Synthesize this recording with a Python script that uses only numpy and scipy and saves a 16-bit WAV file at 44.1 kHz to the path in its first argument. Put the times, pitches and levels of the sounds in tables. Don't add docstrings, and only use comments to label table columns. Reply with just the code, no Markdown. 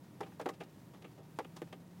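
import sys
import numpy as np
from scipy import signal
from scipy.fft import rfft, irfft, next_fast_len
from scipy.io import wavfile
from scipy.ndimage import map_coordinates

SR = 44100
rng = np.random.default_rng(int(sys.argv[2]) if len(sys.argv) > 2 else 0)


def file_out(sig):
    cols = np.atleast_2d(sig).T
    lim = np.clip(cols, -1, 1)
    pcm = np.round(lim * 32767).astype(np.int16)
    wavfile.write(sys.argv[1], SR, pcm)


N = 88200

# start_s, thud_db, knock_db, tap_db, splash_db,
# ring_stretch, push_share, attack_s, thud_hz, knock_hz, tap_hz
DROP_HITS = [ (.206, -42.5, -42, -53.5, -60, 1.02, 0.11, 0.0022, 418, 810, 1910),
             (.2307, -58.5, -55.5, -57.5, -71.5, 0.89, 0, 0.00071, 424, 610, 2960),
             (.2624, -61, -59, -65, -72.5, 1.6, 0.2, .002, 298, 845, 2600),
             (.3165, -82, -65, -68.5, -81, 1.3, 0.06, 0.0036, 300, 805, 1630),
             (.3964, -47.5, -44, -55, -62.5, 0.83, 0.07, 0.0014, 506, 586, 1580),
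             (.4132, -50, -52.5, -55.5, -61, 0.85, 0.35, 0.00072, 466, 780, 1600),
             (.4585, -36, -38.5, -49.5, -59.5, 1.3, 0.14, 0.00024, 335, 746, 2070),
             (.4886, -46, -46, -51.5, -55.5, 0.98, 0, 0.00044, 510, 1170, 2110),
             (.5335, -61.5, -74, -67.5, -70.5, 1.4, .01, 0.0026, 302, 574, 3600),
             (.602, -51, -64, -58, -66, 1.2, .01, 0.0027, 426, 730, 3450),
             (.608, -51.5, -48.5, -55, -69.5, 1, 0.13, 0.0018, 424, 714, 2370),
             (.6355, -71, -77, -70, -68, 0.6, .01, 0.0017, 300, 760, 3580),
             (.937, -61.5, -59.5, -66, -75, 1.07, 0.34, 0.0087, 317, 1020, 3400),
             (1.0206, -63, -72, -65.5, -72, 0.68, 0, .001, 300, 815, 3800),
             (1.0438, -54.5, -59, -58.5, -73, 1.1, 0.1, 0.00098, 386, 1210, 2760),
             (1.173, -58.5, -59, -70, -74, 2.1, .003, .012, 312, 580, 3640),
             (1.3883, -41.5, -38, -47.5, -55.5, 0.93, .48, 0.00043, 437, 880, 1900),
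             (1.446, -55.5, -60.5, -59.5, -72, 0.44, 0.06, 0.0023, 362, 1220, 2580),
             (1.5626, -57, -56.5, -61.5, -59, 1.16, .01, 0.0022, 356, 1050, 3570),
             (1.6187, -41.5, -50, -54, -63, 0.76, 0.67, 0.00075, 360, 570, 1500),
             (1.6727, -65, -65.5, -70.5, -76, .87, 0.2, 0.0018, 298, 1270, 1940),
             (1.7268, -53.5, -54, -55.5, -66, 0.88, 0.2, .001, 330, 696, 3300)]
# low_hz, high_hz, rolloff_hz, base_t60_s, resonance_q, resonance_db, grain_db
DROP_LAYERS = [(272.4, 555, 770, 0.097, 4, 2.5, 2), (553, 1446, 330, 0.068, 5.8, 3.5, 1),
               (1472, 3680, 780, 0.082, 4.1, 1, 1), (3430, 17300, 1500, 0.058, 2.5, -10, 3)]
# pitch_hz, relative_db, base_t60_s
PANEL_MODES = [(294.7, 2.5, 0.14), (387.3, -12.5, 0.27), (479.6, 9, 0.062), (652, 0, 0.071),
               (780, 12, 0.11), (846, 11.5, 0.082), (1048, 1.5, 0.028), (1230, -1, 0.13), (1730, -3, 0.034),
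               (2070, -12, 0.054), (2596, -5, 0.037)]
# time_s, pitch_hz, level_db
ENGINE_CURVE = [(0, 176, -86), (0.248, 177, -60.5), (.5, 178, -65), (0.802, 168, -68.5), (1.1, 160, -62.5),
                (1.449, 164, -61), (1.7, 172, -59), (2, 178, -61)]
# pitch_hz, level_db
WHINE_PARTIALS = [(937, -78.5), (1873, -85.5)]
# frequency_hz, relative_db
RUMBLE_SPECTRUM = [(20, -25), (52, -33), (66, -15.5), (82, -16), (102, -5.5), (125, -1.5), (175, 0),
                   (225, -6.5), (300, -6), (420, -15), (600, -17), (1000, -24.5), (2000, -37.5),
                   (5000, -56.5)]
# frequency_hz, relative_db
HISS_SPECTRUM = [(200, -32), (1000, 10), (2200, 6.5), (4000, 2.5), (8000, -1), (15500, -1.5)]


def near_drops(splash_hz=5000):
    out = np.zeros(N)
    for start_s, *levels_db, ring_stretch, push_share, attack_s, thud_hz, knock_hz, tap_hz in DROP_HITS:
        pitches_hz = [thud_hz, knock_hz, tap_hz, splash_hz]
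        add(out, start_s, drop(levels_db, pitches_hz, ring_stretch, push_share, attack_s))
    return out


def drop(levels_db, pitches_hz, ring_stretch, push_share, attack_s, length_s=.2):
    t = np.arange(int(length_s * SR)) / SR
    attack = 1 - np.exp(-t / attack_s)
    modes = attack * panel_ring(t, ring_stretch)
    out = np.zeros(len(t))
    for level_db, pitch_hz, layer in zip(levels_db, pitches_hz, DROP_LAYERS):
        *band_hz, t60_s, q, resonance_db, grain_db = layer
        colour = lambda x: unit(resonate(band(x, *band_hz, order=4), pitch_hz, q, resonance_db))
        push = unit(band(signal.unit_impulse(len(t)), *band_hz, order=2))
        spatter = rng.standard_normal(len(t)) * amp(grain_db * wobble(rate_hz=1500, size=len(t)))
        decay = amp(-60 * t / (t60_s * ring_stretch))
        ring = colour(spatter * attack * decay)
        if band_hz[0] < PANEL_MODES[-1][0]:
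            ring = unit(ring + amp(-4.5) * colour(modes))
        out += amp(level_db) * unit(np.sqrt(push_share) * push + np.sqrt(1 - push_share) * ring)
    return out * np.sqrt(.02 / length_s)


def panel_ring(t, ring_stretch):
    out = np.zeros(len(t))
    for pitch_hz, level_db, t60_s in PANEL_MODES:
        decay = amp(level_db - 60 * t / (t60_s * ring_stretch))
        out += rng.choice([-1, 1]) * decay * np.sin(2 * np.pi * pitch_hz * t)
    return out


def far_drops(drops_per_s=16, pitch_spread=.17):
    levels_db, centres_hz = [-78.5, -78, -80.5, -77], np.array([350, 800, 2600, 5400])
    out = np.zeros(N)
    for slot, (jitter, detune) in enumerate(rng.uniform(-1, 1, (int(drops_per_s * N / SR), 2))):
        pitches_hz = centres_hz * (1 + pitch_spread * detune)
        hit = drop(levels_db, pitches_hz, ring_stretch=1.6, push_share=0, attack_s=.0047)
        add(out, (slot + .5 + jitter) / drops_per_s, hit)
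    return out


def engine():
    t = np.arange(N) / SR
    time_s, pitch_hz, level_db = np.transpose(ENGINE_CURVE)
    phase = 2 * np.pi * np.cumsum(np.interp(t, time_s, pitch_hz)) / SR
    drone = amp(np.interp(t, time_s, level_db) + wobble(8.03)) * np.sin(phase)
    whine = sum(amp(db) * np.sin(2 * np.pi * hz * t + 1.3 * wobble(8.96)) for hz, db in WHINE_PARTIALS)
    return np.sqrt(2) * (drone + whine)


def outdoor_rumble(level_db=-56.5):
    return amp(level_db) * noise(RUMBLE_SPECTRUM)


def rain_hiss(level_db=-69.5, flutter_db=1.03):
    return amp(level_db - flutter_db * wobble(11.6)) * noise(HISS_SPECTRUM)


def amp(db):
    return 10 ** (np.asarray(db) / 20)


def unit(x):
    return x / np.sqrt(np.mean(x ** 2) + 1e-20)


def wobble(rate_hz, size=N):
    points = rng.standard_normal(int(size * rate_hz / SR) + 4)
    return map_coordinates(points, [np.arange(size) * rate_hz / SR], mode="nearest")


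def equalise(x, gain_at):
    size = next_fast_len(N + 8192)
    return irfft(rfft(x, size) * gain_at(np.fft.rfftfreq(size, 1 / SR)), size)[:N]


def noise(spectrum):
    points_hz, points_db = np.transpose(spectrum)
    gain_at = lambda hz: amp(np.interp(np.log(hz + 1), np.log(points_hz), points_db))
    return unit(equalise(rng.standard_normal(N), gain_at))


def band(x, low_hz, high_hz, rolloff_hz, order):
    bandpass = signal.butter(order, [low_hz, high_hz], btype="band", fs=SR, output="sos")
    return signal.lfilter(*signal.butter(1, rolloff_hz, fs=SR), signal.sosfilt(bandpass, x))


def resonate(x, pitch_hz, q, mix_db):
    return x + amp(mix_db) * signal.lfilter(*signal.iirpeak(pitch_hz, q, fs=SR), x)


def add(track, start_s, sound):
    i = max(0, round(start_s * SR))
    track[i:i + len(sound)] += sound[:max(0, N - i)]


def scene():
    return (outdoor_rumble() + rain_hiss() + engine() + near_drops() + far_drops())[None]


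def record(dry, top_hz=16150):
    return np.array([equalise(channel, lambda hz: hz < top_hz) for channel in dry])


dry = scene()
out = record(dry)
file_out(out)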